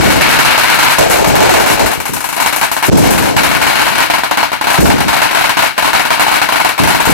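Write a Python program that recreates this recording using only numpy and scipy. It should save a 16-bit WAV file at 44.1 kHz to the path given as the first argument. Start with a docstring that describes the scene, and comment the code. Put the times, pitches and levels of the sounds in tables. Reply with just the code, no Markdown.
"""Crackling firework stars pop singly and in dense swarms over a car park at night.
Each star is a tiny explosion: a hard snap, a short pitched pressure swing and a bright sizzle.
Shells burst with a heavy pressure front and a rolling rumble, over a low murmur of far echoes.
Every report scatters off cars, ground and houses. The small stereo microphone is overloaded:
its limiter ducks after the hardest blast, and the peaks are clipped."""
import sys
import numpy as np
from scipy import signal
from scipy.fft import rfft, irfft, next_fast_len
from scipy.io import wavfile

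SR = 44100
rng = np.random.default_rng(int(sys.argv[2]) if len(sys.argv) > 2 else 0)


def digitize_waveform(pressure):
    """Quantize a signal to 16-bit integers and store it at the path in sys.argv[1].

    Rows of a 2-D input are taken as channels; values are limited to [-1, 1].
    """
    field = np.atleast_2d(pressure).T
    bounded = np.clip(field, -1, 1)
    quanta = np.round(bounded * 32767).astype(np.int16)
    wavfile.write(sys.argv[1], SR, quanta)


N = 314433
TIME = np.arange(N) / SR


def amp(db):
    """Decibels to gain."""
    return np.exp(np.asarray(db) * np.log(10) / 20)


def butter(x, order, hz, kind="low"):
    """Roll off the highs or the lows."""
    return signal.sosfilt(signal.butter(order, hz, kind, fs=SR, output="sos"), x)


def delay(x, seconds):
    """The same sound, arriving later."""
    return np.interp(TIME - seconds, TIME, x)


def at_hz(rows, hz):
    """Columns of a table, joined on a log-frequency axis."""
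    knots, *columns = np.transpose(rows)
    return [np.interp(np.log(hz + 1), np.log(knots), column) for column in columns]


def die_away(power, t60):
    """Each input sample starts a power decay of its own height."""
    return signal.lfilter([1], [1, -amp(-120 / (t60 * SR))], power + 1e-18)


def ring(clicks, hz, t60):
    """A unit click sets a sine of height 1 ringing."""
    r, w = amp(-60 / (t60 * SR)), 2 * np.pi * hz / SR
    return signal.lfilter([0, np.sin(w)], [1, -2 * r * np.cos(w), r * r], clicks + 1e-18)


def resonate(x, resonances):
    """Each resonance adds a narrow band of the sound to itself."""
    out = x
    for hz, width_hz, db in resonances:
        r = np.exp(-np.pi * width_hz / SR)
        band = signal.lfilter([1, 0, -1], [1, -2 * r * np.cos(2 * np.pi * hz / SR), r * r], x)
        out = out + amp(db) * (1 - r * r) / 2 * band
    return out


# Stereo image: the two microphone ports hear the bass out of phase, and the right one is duller.
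# (frequency [Hz], likeness [0-1], right phase lead [rad], left minus right [dB])
STEREO_IMAGE = [(24.8, 0.96, 9.5, 9), (83.4, 1, 4, -0.5), (320, 0.82, 3, 2), (783, 0.8, 2, 3.5),
                (1260, 0.18, 1.0, 6), (2370, 0.35, -0.25, 6.5), (4730, 0.05, 3.5, 6), (7100, 0, -41, 3.5),
                (12000, 0.1, 0, 21.5), (15000, 0, 0, 21)]

def scatter(colour, grain_db, grain_samples=16):
    """Countless small echoes of uneven strength, as the two ports hear them; rms 1."""
    length = next_fast_len(N)
    grains = amp(grain_db * rng.standard_normal(length // grain_samples + 1).clip(-2, 2))
    strength = np.repeat(grains, grain_samples)[:length]
    left, unrelated = rfft(rng.standard_normal((2, length)) * strength)
    hz = np.arange(len(left)) * SR / length
    alike, lead, lean_db = at_hz(STEREO_IMAGE, hz)
    alike = alike.clip(0, 1)
    right = alike * np.exp(1j * lead) * left + np.sqrt(1 - alike ** 2) * unrelated
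    ports = np.array([left * amp(lean_db), right]) / np.hypot(1, amp(lean_db))
    wash = irfft(ports * amp(at_hz(colour, hz)), length)[:, :N]
    return wash / np.sqrt(np.mean(wash ** 2) + 1e-20)


def pressure_swings(clicks, low_hz, high_hz, t60, port_lag_s, pitches=8):
    """Each click becomes a steep, brief swing at a random pitch, later and louder on the left."""
    choice = rng.integers(0, pitches, N)
    pitch_hz = np.geomspace(low_hz, high_hz, pitches)
    swing = sum(ring(clicks * (choice == k), hz, t60) for k, hz in enumerate(pitch_hz))
    # a small charge radiates next to nothing far below its own pitch
    swing = butter(swing, 1, 0.29 * low_hz, "high")
    return np.array([delay(swing, port_lag_s), 0.41 * swing])


# Shell bursts, launches and their strongest echoes:
# (time [s], pressure front [dB], low rumble [dB], mid roar [dB], decay t60 [s])
SHELL_CUES = [(0.0, -1, -12, -13.5, 1.67), (.985, -2, -18, -6.5, 0.43), (1.101, -9, -25, -11.5, 1.4),
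              (1.273, 1, -16, -14.5, 1.1), (1.405, -14, -25, -2.5, .26), (1.491, -4, -22, -10.5, 1.07),
              (1.704, -5, -20, -16, 0.42), (1.797, -21, -17, -10, 0.42), (1.976, -16, -20, -36, 0.25),
              (2.093, -13, -20, -48, 0.41), (2.883, -2, -3, -24, .38), (2.893, 27.5, -12, -13.5, 2.4),
              (2.913, 2, 0.5, -7, 0.32), (3.183, -8, -19, -28, 2.3), (4.786, 6, -5.5, -18, 0.91),
              (4.825, -12, -16, -15.5, 0.81), (6.798, -6, -11, -23, 0.73), (7.072, -12, -12, -21, 1.1)]
# Tone of the deep rumble and of the midrange roar: (frequency [Hz], level [dB])
RUMBLE_EQ = [(20, -33), (35, -46), (55, -4.5), (150, 4.5), (280, 1.5), (450, -12), (800, -45), (2000, -37),
             (6000, -28), (16000, -83)]
ROAR_EQ = [(100, -8.5), (250, -8.5), (430, -3.5), (650, -1.5), (850, -4), (1200, -21), (3000, -23),
           (8000, -23), (16000, -85)]
# The car park's low, hollow note in the echoes: (frequency [Hz], width [Hz], added level [dB])
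CAR_PARK_BOOM = [(320, 86, -4.5), (455, 120, -5)]

def shells(front_s, edge_hz, port_lag_s, slaps_per_s, slap_t60):
    """An N-shaped pressure front, slaps fluttering between the parked cars, then echoes that roll on for a
    while and die."""
    hold_share = 0.084  # part of its t60 for which a roll stays at full level
    front, slap_gain, rumble_power, roar_power = np.zeros((4, N))
    for start, front_db, rumble_db, roar_db, t60 in SHELL_CUES:
        age = TIME - start
        front += amp(front_db) * (age > 0) * (age < front_s) * (1 - 2 * age / front_s)
        roll = (age > 0) * amp(-60 * np.maximum(age / t60 - hold_share, 0))
        slap_gain += amp(rumble_db - 60 * np.abs(age) / slap_t60) * roll
        rumble_power += (amp(rumble_db) * roll) ** 2
        roar_power += (amp(roar_db) * roll) ** 2
    front = butter(front, 2, edge_hz)
    punch = np.array([-delay(front, port_lag_s), 0.58 * front])
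    walls = (rng.random(N) < slaps_per_s / SR) * rng.standard_normal(N)
    slaps = pressure_swings(slap_gain * walls, low_hz=187, high_hz=510, t60=0.01, port_lag_s=0.00072)
    rumble = np.sqrt(rumble_power) * scatter(RUMBLE_EQ, grain_db=3.5, grain_samples=256)
    roar = np.sqrt(roar_power) * scatter(ROAR_EQ, grain_db=2.0, grain_samples=256)
    return punch + resonate(amp(3.5) * slaps + amp(-0.16) * (rumble + roar), CAR_PARK_BOOM)


# Dark tone of the background bed: (frequency [Hz], level [dB])
MURMUR_EQ = [(20, -32), (35, -25), (60, -14), (150, 9), (330, -4), (600, -25), (2000, -42), (8000, -48)]

def night_murmur():
    """Far echoes blur into a low, steady bed."""
    return amp(-38.0) * scatter(MURMUR_EQ, grain_db=4.0, grain_samples=512)


# Shells that open into a cloud of small stars: (time [s], hold [s], crackle [dB], sizzle [dB])
CLOUD_CUES = [(0.0, 0.13, -10, -15.5), (0.172, 0.82, -10.5, -22), (1.072, 0.027, -10, -8),
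              (1.22, 0.62, -12, -26), (2.368, 0.11, -13.5, -40), (2.869, 0.4, -14.5, -19),
              (3.422, 0.37, -11.5, -19.5), (3.66, 0.25, -10, -18), (4.694, 0.13, -26, -13.5),
              (4.954, 0.23, -14.5, -25), (5.196, 0.59, -19, -32), (5.823, 0.83, -19, -35),
              (6.811, 0.22, -17, -33), (7.05, 0.054, -11, -15)]

def cloud_envelope(levels_db, fade_db_per_s, rise_s=0.004):
    """Each cloud of stars lights up quickly, burns for a while and fades."""
    power = 0
    for (start, hold, *_), db in zip(CLOUD_CUES, levels_db):
        age = TIME - start
        attack = np.clip(age / rise_s, 0, 1)
        power = power + (attack * amp(db - fade_db_per_s * np.maximum(age - hold, 0))) ** 2
    return np.sqrt(power)


def star_swarm(per_s, spread_db):
    """Small stars explode at random within the clouds: triggers for their body and their sizzle."""
    _, _, crackle_db, sizzle_db = np.transpose(CLOUD_CUES)
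    explodes = rng.random(N) < per_s / SR
    sizes = explodes * amp(spread_db * rng.standard_normal(N).clip(-2, 2))
    body = sizes * amp(-5.5) * cloud_envelope(crackle_db, fade_db_per_s=87)
    sizzle = sizes * amp(-12.5) * cloud_envelope(sizzle_db, fade_db_per_s=164)
    return body, sizzle


# Foreground stars that stand out of the crackle: (time [s], level [dB])
STAR_CUES = [(.104, -3), (0.16, -11), (0.21, -1.5), (0.291, -1), (0.327, -2.5), (.389, 2), (0.449, 0),
             (0.509, -8), (0.578, 1.5), (0.635, -3.5), (0.699, -3.5), (0.743, -5), (.789, 0.5),
             (0.827, 0.5), (.884, -1), (0.923, -5), (0.984, -2), (1.131, -3), (1.244, -6), (1.275, -27),
             (1.354, -3), (1.405, -1), (1.425, -3), (1.493, -1), (1.539, 2), (1.599, -2), (1.662, -1.5),
             (1.7, -3), (1.728, -7), (1.795, -7), (1.86, -5.5), (1.915, -11.5), (1.932, -12.5),
             (2.001, -12.5), (2.055, -11), (2.08, -16), (2.136, -13.5), (2.164, -13.5), (2.205, -13.5),
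             (2.242, -10.5), (2.289, -11.5), (2.327, -11.5), (2.365, -10.5), (2.401, -4), (2.424, -9),
             (2.461, -2.5), (2.526, -6), (2.562, -8), (2.613, -4.5), (2.63, -2), (2.715, -7), (2.766, -6.5),
             (2.826, -4.5), (2.84, -4.5), (2.973, -22), (3.108, -14), (3.179, -4), (3.257, -7.5),
             (3.366, 3), (3.434, 1.5), (3.548, -12), (3.615, -3.5), (3.666, -2), (3.755, -6), (3.788, -8),
             (3.866, -5), (3.952, -6), (3.982, -4), (4.005, 2), (4.1, -2.5), (4.137, -2.5), (4.183, -7),
             (4.235, -3.5), (4.311, -2), (4.373, -0.5), (4.404, -7), (4.429, -2), (4.518, -10),
             (4.53, -6.5), (4.612, -6), (4.642, -7.5), (4.67, -1), (4.702, -2), (4.742, -1.5), (4.777, -5),
             (4.855, -5), (4.902, -2), (5.005, -4.5), (5.082, -1.5), (5.13, -2), (5.166, -3), (5.218, 1.5),
             (5.257, -7.5), (5.311, -6.5), (5.348, -2), (5.372, -4.5), (5.391, -6.5), (5.411, -4.5),
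             (5.442, -1), (5.493, -2.5), (5.57, -2.5), (5.591, -3.5), (5.623, -3), (5.636, -5.5),
             (5.66, -7), (5.779, -2), (5.824, -5.5), (5.846, -1.5), (5.877, -5), (5.932, -1), (5.95, -1),
             (5.995, -3), (6.052, -5.5), (6.105, 0.5), (6.122, -12), (6.138, -10), (6.196, 2), (6.223, -6),
             (6.265, -5.5), (6.282, -5), (6.315, -1.5), (6.341, -3), (6.359, -4.5), (6.416, -0.5),
             (6.488, -5), (6.523, -3), (6.558, -2), (6.6, -3), (6.647, 0), (6.69, -5.5), (6.779, -8.5),
             (6.79, -2.5), (6.836, -2.5), (6.875, 1.5), (6.903, -4.5), (6.948, -4), (7.003, -3.5),
             (7.064, -5)]
# Treble that goes with a full-strength pop: (time [s], level [dB])
SIZZLE_SEND = [(0, -11), (.9, -12), (1.5, -13), (2.2, -7.5), (2.7, -15), (3.4, -13.5), (4.0, -15.5),
               (4.5, -20.5), (4.7, -17), (5.1, -16), (6.2, -16), (6.55, -16.5), (7.1, -13)]
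# Extra bright spits of treble, nearly all on top of a star's pop: (time [s], level [dB])
SPIT_CUES = [(.985, -9.5), (1.275, -14.5), (1.795, -25), (2.134, -18.5), (2.562, -15.5), (2.715, -15),
             (2.86, -15.5), (2.973, -16), (3.107, -15), (6.197, -16)]

def star_triggers():
    """Clicks that set off body and sizzle: big stars and extra treble spits on top of the swarm."""
    body, sizzle = star_swarm(per_s=150, spread_db=5.5)
    times, levels_db = np.transpose(STAR_CUES)
    hits = np.clip(np.round(times * SR).astype(int), 0, N - 1)
    body[hits] = amp(levels_db)
    # louder pops sizzle more, almost dB for dB
    sizzle[hits] = amp(0.96 * levels_db + np.interp(times, *np.transpose(SIZZLE_SEND)))
    for start, db in SPIT_CUES:
        hit = int(start * SR)
        sizzle[hit] = np.hypot(sizzle[hit], amp(db))
    return body, sizzle


# Bigger charges ring hollow, smaller ones crack: (time [s], hollow minus crack [dB])
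CHARGE_BALANCE = [(0, -3), (.9, -0.5), (1.5, 3.5), (2.2, 2.5), (2.7, 4), (3.6, 0.5), (3.9, 0.5), (4.3, 5),
                  (4.75, 4.5), (5.5, 2), (6.3, 3), (7.1, 3.5)]

def split_by_charge(body):
    """The size of the charge tilts each star between a hollow ring and a crack."""
    tilt = amp(np.interp(TIME, *np.transpose(CHARGE_BALANCE)) / 2)
    return body * tilt, body / tilt


# Tone of the pops' hollow echoes and of their cracking echoes: (frequency [Hz], level [dB])
HOLLOW_EQ = [(25, -42), (50, -32), (120, -17), (220, -8), (310, -7.5), (450, -33), (650, 0.5), (880, -0.5),
             (1020, 1.5), (1250, -16.5), (3000, -39)]
CRACK_EQ = [(30, -30), (150, -6), (500, -8), (750, -7.5), (1150, -4.5), (1500, -1.5), (2200, -6),
            (2800, -4), (3400, -11), (4200, -10), (5300, -16), (9000, -32.5)]
# Ring that close reflections give to every pop: (frequency [Hz], width [Hz], added level [dB])
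POP_RESONANCES = [(301, 25, -3.5), (899, 54, -6), (1433, 450, -10), (2233, 100, 1.5), (4060, 670, -9)]

def star_pops(hollow, crack):
    """Each pop is followed by quick echoes off nearby cars and a longer tail from the houses."""
    direct = pressure_swings(hollow, low_hz=684, high_hz=1100, t60=0.016, port_lag_s=0.00031)
    # a higher, woody knock rides on each pop and comes again off the ground
    knock = pressure_swings(hollow, low_hz=1420, high_hz=1600, t60=0.024, port_lag_s=0.00005, pitches=4)
    knock = knock + 0.47 * np.array([delay(side, seconds=0.0075) for side in knock])
    hollow_power = 0.4 * die_away(hollow ** 2, t60=0.082) + 0.25 * die_away(hollow ** 2, t60=0.19)
    crack_power = 0.11 * die_away(crack ** 2, t60=0.06) + 0.35 * die_away(crack ** 2, t60=0.31)
    hollow_echo = np.sqrt(hollow_power) * scatter(HOLLOW_EQ, grain_db=-2.0, grain_samples=64)
    crack_echo = np.sqrt(crack_power) * scatter(CRACK_EQ, grain_db=1.5)
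    pops = amp(-2.0) * direct + amp(-9.5) * knock + amp(-5.0) * hollow_echo + amp(-2.5) * crack_echo
    return resonate(pops, POP_RESONANCES)


# Bright tone of the sizzle: (frequency [Hz], level [dB])
SIZZLE_EQ = [(1500, -2.5), (4000, -17.5), (5400, -3), (7000, -1), (10000, 0), (12300, 2.5), (13800, -2.5),
             (16000, -14)]

def star_sizzle(clicks, air_hz):
    """A tick and a gritty hiss close by; the air takes the top off what comes the long way round."""
    near_power = die_away(clicks ** 2, t60=0.25) + 2.0 * die_away(clicks ** 2, t60=0.025)
    near = np.sqrt(near_power) * scatter(SIZZLE_EQ, grain_db=5.0)
    far = np.sqrt(die_away(clicks ** 2, t60=0.24)) * scatter(SIZZLE_EQ, grain_db=2.5)
    return amp(-3.0) * near + amp(0.06) * butter(far, 2, air_hz)


# Midrange bite of a pop's attack: (frequency [Hz], level [dB])
SNAP_EQ = [(30, -40), (300, -11), (500, -15), (700, 3), (1200, -4.5), (1550, 5.5), (2000, 1), (2800, -11),
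           (3400, -14), (5300, -43), (9000, -21)]

def star_snaps(crack):
    """A star's shock front is one hard snap, a few milliseconds long."""
    return amp(-6.5) * np.sqrt(die_away(crack ** 2, t60=0.017)) * scatter(SNAP_EQ, grain_db=4.0)


def scene():
    """Stars and shells over the low murmur of far echoes."""
    murmur = night_murmur()
    body, sizzle = star_triggers()
    hollow, crack = split_by_charge(body)
    stars = star_pops(hollow, crack) + star_sizzle(sizzle, air_hz=12900) + star_snaps(crack)
    bangs = shells(front_s=0.0052, edge_hz=7800, port_lag_s=0.00102, slaps_per_s=470, slap_t60=0.4)
    return stars + bangs + murmur


def limiter(x, top_db, release_db_per_s, attack_s):
    """Each channel is turned down by its own peaks and recovers at a steady rate."""
    over_db = np.maximum(20 * np.log10(np.abs(x) + 1e-9) - top_db, 0)
    release_db = release_db_per_s * TIME
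    duck_db = np.maximum.accumulate(over_db + release_db, axis=1) - release_db
    r = np.exp(-1 / (attack_s * SR))
    return x * amp(-signal.lfilter([1 - r], [1, -r], duck_db))


def record(dry):
    """The limiter catches the blasts, the deepest bass is lost, peaks are flattened, the top is cut."""
    limited = limiter(dry, top_db=2.5, release_db_per_s=656, attack_s=0.00039)
    limited = butter(limited, 2, 34, "high")
    clipped = limited / (1 + limited ** 6) ** (1 / 6)
    clipped = butter(clipped, 1, 22, "high")
    top_cut = signal.ellip(10, .1, 70, 16000, fs=SR, output="sos")
    return signal.sosfilt(top_cut, clipped)


dry = scene()
out = record(dry)
digitize_waveform(out)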